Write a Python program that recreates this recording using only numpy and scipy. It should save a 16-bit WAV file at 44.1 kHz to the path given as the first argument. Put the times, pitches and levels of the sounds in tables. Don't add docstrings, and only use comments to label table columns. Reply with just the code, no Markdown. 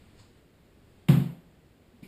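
import sys
import numpy as np
from scipy import signal
from scipy.fft import rfft, irfft
from scipy.io import wavfile

SR = 44100
rng = np.random.default_rng(int(sys.argv[2]) if len(sys.argv) > 2 else 0)


def digitize_waveform(pressure):
    field = np.atleast_2d(pressure).T
    bounded = np.clip(field, -1, 1)
    quanta = np.round(bounded * 32767).astype(np.int16)
    wavfile.write(sys.argv[1], SR, quanta)


N = 91287


def amp(db):
    return 10 ** (np.asarray(db) / 20)


def seconds():
    return np.arange(N) / SR


def read(points, hz):
    table_hz, value = np.transpose(points)
    return np.interp(np.log(hz + 1), np.log(table_hz), value)


def delayed(x, delay_s):
    silence = np.zeros(max(round(delay_s * SR), 0))
    return np.concatenate([silence, x])[:N]


def colour(x, gain_db):
    hz = abs(np.fft.fftfreq(8192, 1 / SR))
    log_gain = np.log(amp(gain_db(hz)))
    response = np.exp(np.conj(signal.hilbert(log_gain)))
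    taps = np.fft.ifft(response).real[:4096]
    return signal.fftconvolve(x, taps)[:N]


def noise(spectrum):
    gain = amp(read(spectrum, np.fft.rfftfreq(N, 1 / SR)))
    x = irfft(rfft(rng.standard_normal(N)) * gain, N)
    return x / x.std()


def dying(t60_s):
    return np.exp(-np.log(1000) * seconds() / t60_s)


def ring(modes):
    total = np.zeros(N)
    for k, (hz, db, t60_s) in enumerate(modes):
        sign = (-1) ** k
        total += sign * amp(db) * dying(t60_s) * np.sin(2 * np.pi * hz * seconds())
    return total


# frequency_hz, relative_level_db
AIR_SPECTRUM = [(20, -9), (50, 3), (100, 1), (200, -1), (370, -3.5), (600, -11), (1000, -18.5), (2000, -20),
                (4000, -25), (8000, -30.5), (12000, -52.5)]
AIR_DB = -59


def still_air():
    return amp(AIR_DB) * noise(AIR_SPECTRUM)


# time_s, level_db
ARM_SWING = [(0, -58), (.17, -59), (.32, -64), (.38, -60), (.5, -76), (1.0, -61.5), (1.6, -91), (1.85, -84),
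             (2.07, -61)]
# frequency_hz, relative_level_db
CLOTH_SPECTRUM = [(100, 24), (600, 1.5), (1500, 1), (3000, -0.5), (5000, -4), (9000, -8), (12500, -28),
                  (15000, -32)]
# frequency_hz, relative_level_db
SCUFF_SPECTRUM = [(500, -2), (3200, -8), (4400, 1), (5400, -0.5), (6400, 0), (7800, -5.5), (9000, -16),
                  (15000, -47)]
SCUFF_PEAK_S, SCUFF_DB, SCUFF_RISE_S, SCUFF_FADE_S = 0.197, -56, 0.017, 0.057


def movement():
    t = seconds()
    rustle = amp(np.interp(t, *np.transpose(ARM_SWING))) * noise(CLOTH_SPECTRUM)
    rise = (t - SCUFF_PEAK_S) / SCUFF_RISE_S
    fade = (SCUFF_PEAK_S - t) / SCUFF_FADE_S
    stroke = np.exp(np.minimum(rise, fade))
    return rustle + amp(SCUFF_DB) * stroke * noise(SCUFF_SPECTRUM)


# frequency_hz, t60_s
GARAGE_DECAY = [(100, .46), (300, 0.66), (1000, 0.54), (3000, 0.51), (8000, 0.51), (15000, 0.52)]
ROOM_BUILD_S = 0.0027


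def garage(x):
    hz, t, bands = signal.stft(rng.choice([-1., 1.], SR), SR, nperseg=256)
    decay_db = -60 * t / read(GARAGE_DECAY, hz)[:, None]
    tail = signal.istft(bands * amp(decay_db), SR)[1]
    tail = tail * (1 - np.exp(-np.arange(len(tail)) / SR / ROOM_BUILD_S))
    return signal.fftconvolve(x, tail / np.linalg.norm(tail))[:N]


# start_s, relative_level_db
RIM_CONTACTS = [(1.085, -2.5), (1.0874, 3)]
# frequency_hz, relative_level_db
SHELL_SPECTRUM = [(60, -23), (250, 2.5), (600, 3), (1000, -2), (1800, -5.5), (3200, -6), (5000, -15.5),
                  (8700, -16.5), (11000, -20.5), (13200, -23.5), (15000, -19)]
CLACK_DB, CLACK_T60_S = 3.5, 0.011
CLACK_DRY_DB, CLACK_ROOM_DB = -3.5, 2.5


def mask():
    cracks, room = np.zeros(N), np.zeros(N)
    for start_s, db in RIM_CONTACTS:
        crack = rng.standard_normal(N) * dying(CLACK_T60_S)
        cracks += amp(db) * delayed(crack / np.linalg.norm(crack), start_s)
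        room += amp(db) * garage(delayed(signal.unit_impulse(N), start_s))
    clack = amp(CLACK_DRY_DB) * cracks + amp(CLACK_ROOM_DB) * room
    return amp(CLACK_DB) * colour(clack, lambda hz: read(SHELL_SPECTRUM, hz))


# pitch_hz, relative_level_db, t60_s
TABLE_MODES = [(90, -15.5, 0.26), (134.2, 1.8, 0.33), (166.4, 16.5, 0.096), (167.2, 1.9, 0.3),
               (181.7, -13.5, 0.46), (237.34, -12.5, 0.47), (275.4, -11.5, 0.31), (347.5, -10.5, 0.17),
               (405.2, -27, 0.43)]
# delay_s, relative_level_db
WALL_SLAPS = [(0.0429, -22), (0.0757, -10.3), (.1246, -13.4)]
THUMP_S, THUMP_DB, THUMP_RISE_S, THUMP_ROOM_DB = 1.0878, -9.5, 0.02, -16
TABLE_LOW_CUT_HZ = 68


def thump():
    swell = 1 - np.exp(-seconds() / THUMP_RISE_S)
    boom = amp(THUMP_DB) * delayed(ring(TABLE_MODES) * swell, THUMP_S)
    low_cut = signal.butter(2, TABLE_LOW_CUT_HZ, "high", fs=SR, output="sos")
    boom = signal.sosfilt(low_cut, boom)
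    slaps = sum(amp(db) * delayed(boom, delay_s) for delay_s, db in WALL_SLAPS)
    return boom + slaps + amp(THUMP_ROOM_DB) * garage(boom)


KNOCK_S, KNOCK_HZ, KNOCK_DB, KNOCK_RISE_S, KNOCK_T60_S = 1.937, 233, -41, 0.0068, 0.082
# pitch_hz, relative_level_db
THUD_MODES = [(150, 1.5), (200, -1), (290, -2.5)]
BUMP_S, BUMP_DB, BUMP_T60_S = 2.0258, -37.5, 0.054
# frequency_hz, relative_level_db
FABRIC_SPECTRUM = [(60, -9), (180, 21), (350, 12), (700, -2), (1600, -12), (2400, 0.5), (3300, -7),
                   (5000, -5), (9500, -14.5), (15000, -24)]
RUB_DB, RUB_RISE_S, RUB_FADE_S = -50.5, 0.0022, 0.14
# frequency_hz, width_hz, relative_level_db
RATTLE_BANDS = [(2320, 130, -1.5), (9650, 250, -15), (14400, 500, -15)]
RATTLE_S, RATTLE_DB, RATTLE_T60_S = 2.0365, -57, .45


def bag():
    t = seconds()
    knock = ring([(KNOCK_HZ, KNOCK_DB, KNOCK_T60_S)]) * (1 - np.exp(-t / KNOCK_RISE_S))
    thud = amp(BUMP_DB) * ring([(hz, db, BUMP_T60_S) for hz, db in THUD_MODES])
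    rub_envelope = (1 - np.exp(-t / RUB_RISE_S)) * np.exp(-t / RUB_FADE_S)
    rub = amp(RUB_DB) * noise(FABRIC_SPECTRUM) * rub_envelope
    rattle = np.zeros(N)
    for hz, width_hz, db in RATTLE_BANDS:
        resonator = signal.iirpeak(hz, hz / width_hz, SR)
        band = signal.lfilter(*resonator, rng.standard_normal(N))
        rattle += amp(RATTLE_DB + db) * band / band.std() * dying(RATTLE_T60_S)
    return delayed(knock, KNOCK_S) + delayed(thud + rub, BUMP_S) + delayed(rattle, RATTLE_S)


def scene():
    return (still_air() + movement() + mask() + thump() + bag())[None]


NOTCH_HZ, NOTCH_WIDTH_HZ, NOTCH_DB = 6000, 367, -26
PEAK_HZ, PEAK_WIDTH_HZ, PEAK_DB = 12000, 262, 38
SLOT_WIDTH_HZ, SLOT_DB = 102, -56


def housing_db(hz):
    notch = NOTCH_DB / (1 + ((hz - NOTCH_HZ) / NOTCH_WIDTH_HZ) ** 2)
    peak = PEAK_DB / (1 + ((hz - PEAK_HZ) / PEAK_WIDTH_HZ) ** 2) ** 2
    slot = SLOT_DB / (1 + ((hz - PEAK_HZ) / SLOT_WIDTH_HZ) ** 8)
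    return notch + peak + slot


# frequency_hz, relative_level_db
HISS_SPECTRUM = [(100, -8), (8000, -1), (15000, 2)]
HISS_DB = -77
EDGE_HZ = 15330


def record(dry):
    x = colour(dry[0], housing_db) + amp(HISS_DB) * noise(HISS_SPECTRUM)
    low_pass = signal.firwin(801, EDGE_HZ, window=("kaiser", 9), fs=SR)
    return signal.oaconvolve(x, low_pass, "same")[None]


dry = scene()
out = record(dry)
digitize_waveform(out)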